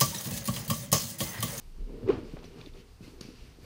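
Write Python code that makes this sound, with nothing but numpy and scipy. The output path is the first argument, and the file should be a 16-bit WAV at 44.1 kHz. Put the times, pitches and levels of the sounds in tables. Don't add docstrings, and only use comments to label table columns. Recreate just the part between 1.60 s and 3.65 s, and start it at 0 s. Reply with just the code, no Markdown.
import sys
import numpy as np
from scipy import signal
from scipy.fft import rfft, irfft
from scipy.io import wavfile
from scipy.ndimage import uniform_filter1d

SR = 44100
rng = np.random.default_rng(int(sys.argv[2]) if len(sys.argv) > 2 else 0)


def to_wav(sig):
    pcm = np.clip(np.atleast_2d(sig), -1, 1) * 32767
    pcm = np.round(pcm).astype(np.int16)
    wavfile.write(sys.argv[1], SR, pcm.T)


def field_ratio(decibels):
    return 10 ** (np.asarray(decibels, dtype=float) / 20)


N = 90404


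def col(table, k):
    a = np.array(table, float)
    return np.interp(np.arange(N) / SR, a[:, 0], a[:, k])


def unit(x):
    return x / np.sqrt(np.mean(x ** 2))


def band(x, hz, width):
    return signal.lfilter(*signal.iirpeak(min(hz, .45 * SR), max(hz / width, .3), SR), x)


def noise_band(hz, width):
    return unit(band(band(rng.standard_normal(N), hz, width), hz, width))


def walk(rate):
    k = int(SR / rate)
    steps = np.repeat(rng.standard_normal(N // k + 1), k)
    return unit(uniform_filter1d(uniform_filter1d(steps, k), k)[:N])


def grains(per_s, spread_db):
    happens = rng.random(N) < per_s / SR
    size = field_ratio(spread_db * np.minimum(rng.exponential(size=N), 2.5))
    return unit(happens * np.sign(rng.standard_normal(N)) * size)


def add(out, s, x):
    i = int(s * SR)
    out[i:i + len(x)] += x[:N - i]


def ring(hz, t60, rise=0.):
    t = np.arange(int(t60 * SR)) / SR
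    decay = np.exp(-np.log(1000) * t / t60)
    return -np.sin(2 * np.pi * hz * t) * decay * np.minimum(t / (rise + 1e-9), 1)


def trains(rows):
    out = np.zeros(N)
    for (centre, length, db, hz), c in zip(rows, rng.standard_normal(len(rows))):
        t = np.arange(int(length * SR)) / SR
        phase = 2 * np.pi * hz * (1 + 0.0048 * c) * (t - length / 2)
        swell = np.sin(np.pi * t / length) ** 1.5
        add(out, centre - length / 2, field_ratio(db) * swell * np.cos(phase))
    return out


def ring_contacts(contacts, modes):
    out = np.zeros(N)
    for s, db in contacts:
        for hz, mode_db, t60 in modes:
            a, b = rng.standard_normal(2)
            mode = ring(hz * (1 + .012 * b), t60, rise=.0002)
            add(out, s, np.sign(b) * field_ratio(db + mode_db + 1.5 * a) * mode)
    return out


# (frequency [Hz], relative level per Hz [dB])
HISS_SPECTRUM = [(35, -30), (60, 25), (145, -4), (167, -22), (546, -14.5), (738, -41.5), (1350, -24),
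                 (1520, -16.5), (4850, -18), (15500, -22.5)]
HISS_DB = -72


def room_hiss():
    f = np.fft.rfftfreq(N, 1 / SR) + 1
    hz, db = np.array(HISS_SPECTRUM, float).T
    shape = field_ratio(np.interp(np.log(f), np.log(hz), db)) * (f > 50)
    spectrum = rfft(rng.standard_normal(N)) * shape
    upper = irfft(spectrum * (f > 1000), N)
    return irfft(spectrum, N) / np.sqrt(np.mean(upper ** 2)) * field_ratio(HISS_DB)


# (frequency [Hz], rms level [dB])
WHINE_TONES = [(8629, -87), (8662, -87.5)]


def whine():
    t = np.arange(N) / SR
    return sum(np.sqrt(2) * field_ratio(db) * np.sin(2 * np.pi * hz * t) for hz, db in WHINE_TONES)


# (time [s], level [dB])
SWAY_LEVEL = [(0, -35.5), (.04, -47.5), (.15, -45), (.19, -47), (.3, -52), (.37, -45.5), (.51, -42),
              (.62, -52), (.66, -49), (.99, -57), (1.06, -50.5), (1.1, -52.5), (1.14, -50), (1.3, -52.5),
              (1.4, -60), (1.44, -50), (1.47, -61), (1.7, -51), (1.74, -63), (1.82, -48.5), (1.99, -56),
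              (2.05, -54.5)]
# (frequency [Hz], width [Hz], relative level [dB])
SWAY_RESONANCES = [(25.9, 8.7, 4), (51.8, 17.2, -3), (71.5, 20.5, -17)]


def table_sway():
    sway = unit(sum(field_ratio(db) * noise_band(hz, width) for hz, width, db in SWAY_RESONANCES))
    return sway * field_ratio(col(SWAY_LEVEL, 1))


# (time [s], level [dB], extra level of the low modes [dB])
DRAG_LEVEL = [(0, -67, 7.5), (.18, -65, 10), (.21, -53, 9), (.255, -62, 0), (.27, -51, 1), (.31, -45, 0.5),
              (.42, -47.5, -1.5), (.47, -40, -11), (.5, -30.5, -7.5), (.53, -38.5, -3), (.57, -40.5, -4),
              (.61, -44, 0), (.66, -45, -3.5), (.72, -57.5, 7.5), (.77, -50.5, -2.5), (.86, -55, 8),
              (.94, -54.5, -0.5), (.97, -51, 6), (1.07, -53, 1.5), (1.11, -64.5, 12.5), (1.16, -54.5, 1.5),
              (1.21, -56.5, 2), (1.25, -64, -1), (1.39, -70, 12), (1.42, -57.5, 13), (1.5, -58, 4.5),
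              (1.6, -57, -7), (1.63, -57.5, 9), (1.72, -55, 2), (1.77, -64, 7), (1.84, -59, 10.5),
              (1.93, -64.5, 6.5), (1.99, -64.5, 9.5), (2.05, -52, 2)]
# (frequency [Hz], width [Hz], relative level [dB])
LOW_WOOD_MODES = [(104.8, 17.5, -7.5), (164.8, 32.3, -9)]
# (frequency [Hz], width [Hz], relative level [dB])
TOP_WOOD_MODES = [(245.6, 45, -2.5), (330, 177, -5.5), (400.8, 53, -2), (476.3, 34.6, -10), (626, 89, -18)]
DRAG_PER_S, DRAG_SPREAD_DB = 900, 2.5


def wood_modes(rubbing, rows):
    out = np.zeros(N)
    for k, (hz, width, db) in enumerate(rows):
        mode = unit(band(band(rubbing, hz, width), hz, 3 * width))
        out += (-1) ** k * field_ratio(db) * mode
    return out


def dragging():
    rubbing = grains(DRAG_PER_S, DRAG_SPREAD_DB) + 0.41 * rng.standard_normal(N)
    low = field_ratio(col(DRAG_LEVEL, 2)) * wood_modes(rubbing, LOW_WOOD_MODES)
    return field_ratio(col(DRAG_LEVEL, 1)) * (wood_modes(rubbing, TOP_WOOD_MODES) + low)


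# (time [s], level before tilt [dB], low tilt [dB], high tilt [dB]);
# the low tilt sets in below 2 kHz, full by 1 kHz; the high one above 3.5 kHz, full by 7 kHz
RUSTLE_LEVEL = [(0, -64.5, -0.5, 11), (.11, -67.5, 0, 7), (.28, -64, -1, 0), (.46, -61.5, 6, 0),
                (.48, -56.5, 13.5, -12), (.505, -46, 8, -21), (.53, -47.5, 6, -18), (.58, -53.5, 6, -10),
                (.63, -58, 0, -3), (.7, -56.5, -2.5, -0.5), (.75, -59, -5, 4), (.775, -57, 4, -4),
                (.82, -59.5, -0.5, -5), (.845, -53.5, -0.5, 0), (.87, -58, -4, -1), (.95, -61, 0, 0),
                (1.0, -54, -0.5, -2), (1.05, -57.5, -4, 1), (1.08, -56.5, -9.5, 0), (1.12, -66, 0, 4),
                (1.16, -59.5, -0.5, 3), (1.21, -56.5, -11, -2), (1.24, -64.5, -3.5, 4),
                (1.4, -67.5, 4, 5.5), (1.44, -57.5, -5.5, 7.5), (1.5, -58, -4, 5), (1.53, -63.5, -1, 9.5),
                (1.605, -64, 5.5, 2), (1.62, -51.5, -6, -9), (1.66, -55.5, -7.5, 3), (1.72, -58, -5, -0.5),
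                (1.88, -59, -5, 3), (1.95, -63.5, -1, 1.5), (2.0, -64.5, -1, 5), (2.05, -56, -5, 1)]
# (frequency [Hz], relative level per Hz [dB])
FABRIC_COLOUR = [(600, 8.5), (1200, 6), (1800, -1), (2700, 5), (3600, -4.5), (5000, 4.5), (6300, -17),
                 (8000, -11.5), (11000, -19), (15000, -19)]
CRINKLES_PER_S, CRINKLE_SPREAD_DB = 1300, 2.5
CRINKLE_SHARE = 0.18
FLICKER_DB = 1.0


def fabric_rustle():
    crinkles = np.sqrt(CRINKLE_SHARE) * grains(CRINKLES_PER_S, CRINKLE_SPREAD_DB)
    colour_hz, colour_db = np.array(FABRIC_COLOUR, float).T
    low_tilt, high_tilt = col(RUSTLE_LEVEL, 2), col(RUSTLE_LEVEL, 3)
    out = np.zeros(N)
    for hz in 700 * 2 ** np.arange(0, 4.5, 1 / 3):
        rub = crinkles + np.sqrt(1 - CRINKLE_SHARE) * rng.standard_normal(N)
        tilt = low_tilt * np.clip(np.log2(2000 / hz), 0, 1) + high_tilt * np.clip(np.log2(hz / 3500), 0, 1)
        colour = np.interp(np.log(hz), np.log(colour_hz), colour_db) + 10 * np.log10(hz / 1000)
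        level = colour + tilt + FLICKER_DB * walk(24.66)
        out += field_ratio(level) * unit(band(band(rub, hz, hz / 3), hz, hz / 2))
    return unit(out) * field_ratio(col(RUSTLE_LEVEL, 1))


# (time [s], level before decay [dB], frequency [Hz], t60 [s])
ROCKING = (.192, -26.5, 33, .58)


def shove():
    out = np.zeros(N)
    s, db, hz, t60 = ROCKING
    add(out, s, -field_ratio(db) * ring(hz, t60, rise=.012))
    return out


# (time [s], peak level [dB], centre frequency [Hz], length [s])
CREASE_EVENTS = [(0.294, -53, 794, 0.0055), (.431, -52, 1200, 0.0031), (.477, -45.5, 2300, 0.006),
                 (.486, -37, 2390, 0.027), (.503, -37.5, 2900, .009), (.5, -31, 930, 0.014),
                 (.517, -45, 1320, 0.016), (0.769, -44.5, 1450, 0.0066), (.790, -46, 3500, 0.0021),
                 (.801, -53, 4000, .003), (.831, -54, 5000, 0.0036), (0.844, -46.5, 4160, 0.0031),
                 (0.8414, -45, 2360, 0.0029), (.932, -50, 3500, 0.0025), (1.158, -54, 2000, 0.0045),
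                 (1.208, -67, 3000, 0.0033)]


def fabric_creases():
    out = np.zeros(N)
    for s, db, hz, length in CREASE_EVENTS:
        n = int(3 * length * SR)
        snap = rng.standard_normal(n) * np.exp(-3 * np.arange(n) / SR / length)
        burst = band(band(snap, hz, .5 * hz), hz, .6 * hz)
        add(out, s, field_ratio(db) * burst / np.abs(burst).max())
    return out


# (centre time [s], length [s], peak level [dB], nominal frequency [Hz])
SOFT_JUDDERS = [(.455, 0.051, -33, 108.5), (.535, 0.058, -35.5, 254), (.54, 0.034, -34.5, 130),
                (.58, 0.019, -31.5, 92.6), (.59, 0.014, -29.5, 330)]


def soft_judders():
    return trains(SOFT_JUDDERS)


# (time [s], level of the fundamental [dB], slip rate [Hz])
HARD_JUDDER = [(.474, -48, 397), (.478, -23.5, 402), (.4835, -24.5, 356.5), (.4865, -42, 407),
               (.490, -20.5, 425), (.494, -15, 371.6), (.4985, -13.5, 362), (.502, -16.5, 431.5),
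               (.508, -20.5, 472), (.511, -23.5, 450), (.516, -34, 420), (.52, -58, 400)]
# (relative level [dB], ..)
OVERTONES_DB = (-37.5, -27.5)


def hard_judder():
    t = np.arange(N) / SR
    begin, end = HARD_JUDDER[0][0], HARD_JUDDER[-1][0]
    phase = 2 * np.pi * np.cumsum(col(HARD_JUDDER, 2) * (t > begin)) / SR
    slip = np.sin(phase)
    for harmonic, db in enumerate(OVERTONES_DB, 2):
        slip = slip + field_ratio(db) * np.sin(harmonic * phase)
    return slip * field_ratio(col(HARD_JUDDER, 1)) * (t > begin) * (t < end)


# (time [s], level before decay [dB], frequency [Hz], t60 [s])
KNOCK_EVENTS = [(0.5178, -39.5, 250, 0.058), (.7365, -28, 237, 0.039), (0.7426, -23.5, 195, 0.016),
                (.768, -31.5, 553, 0.017), (0.844, -34.5, 390, .02), (0.961, -38, 250, .03),
                (1.072, -31.5, 295, 0.019), (1.4072, -35, 193, 0.043), (1.477, -37.5, 291, 0.036),
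                (1.611, -26, 208, 0.014), (1.651, -32, 220, 0.026), (1.687, -32, 270, 0.033),
                (1.986, -36.5, 294, 0.019)]


def knocks():
    out = np.zeros(N)
    for s, db, hz, t60 in KNOCK_EVENTS:
        add(out, s, field_ratio(db) * ring(hz, t60, rise=0.0013))
    return out


# (centre time [s], length [s], peak level [dB], nominal frequency [Hz])
SQUEAKS_AND_RATTLE = [(.857, .016, -55, 5850), (1.449, .016, -56, 2100), (1.435, .02, -58, 2600),
                      (1.63, .005, -60, 12900), (2.04, .025, -66, 12400)]


def squeaks_and_rattle():
    return trains(SQUEAKS_AND_RATTLE)


# (time [s], level [dB])
TICK_EVENTS = [(1.0122, -46), (1.0135, -38), (1.0147, -43.5), (1.0612, -38.5), (1.1373, -52)]
# (frequency [Hz], relative level [dB], t60 [s])
ZIPPER_MODES = [(2500, -6, .01), (3600, 0, .013), (4500, -7, .008)]


def zipper_ticks():
    return ring_contacts(TICK_EVENTS, ZIPPER_MODES)


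# (time [s], level [dB])
LATCH_CONTACTS = [(1.6096, -40), (1.6101, -53), (1.6108, -43.5), (1.6114, -38), (1.6119, -35),
                  (1.6123, -45), (1.6131, -38.5)]
# (frequency [Hz], relative level [dB], t60 [s])
BUCKLE_MODES = [(1300, -8, .006), (2920, -8, .005), (4550, 0, .006), (5000, 0, .005), (5500, -1, .006),
                (6800, -8, .005), (8200, -14, .004), (9650, -11, .01), (12900, -16, .007)]


def buckle_click():
    return ring_contacts(LATCH_CONTACTS, BUCKLE_MODES)


def room(x):
    t60_s, tail_db, gap_s = .35, -13, .006
    t = np.arange(int(.6 * SR)) / SR
    tail = rng.standard_normal(len(t)) * np.exp(-np.log(1000) * t / t60_s) * (t > gap_s)
    tail = tail / np.sqrt(np.sum(tail ** 2))
    return x + field_ratio(tail_db) * signal.fftconvolve(x, tail)[:N]


# (frequency [Hz], width [Hz], starting rms level [dB])
TAIL_BANDS = [(4680, 600, -58), (5600, 800, -61), (9650, 500, -68.5), (12900, 600, -73)]


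def click_tail():
    start_s, t60_s = 1.616, 0.46
    t = np.arange(N) / SR - start_s
    fade = (t > 0) * np.exp(-np.log(1000) * np.maximum(t, 0) / t60_s)
    return fade * sum(field_ratio(db) * noise_band(hz, width) for hz, width, db in TAIL_BANDS)


def scene():
    background = room_hiss() + whine()
    wood = table_sway() + dragging() + shove() + soft_judders() + hard_judder() + knocks()
    fabric = fabric_rustle() + fabric_creases()
    hardware = room(squeaks_and_rattle() + zipper_ticks() + buckle_click()) + click_tail()
    return (background + wood + fabric + hardware)[None]


def roll_off(x):
    return signal.sosfilt(signal.butter(12, 15750, fs=SR, output="sos"), x)


def record(dry):
    top_cut = signal.ellip(8, .2, 60, 15350, fs=SR, output="sos")
    mix = signal.sosfilt(top_cut, dry)
    return roll_off(mix)


dry = scene()
out = record(dry)
to_wav(out)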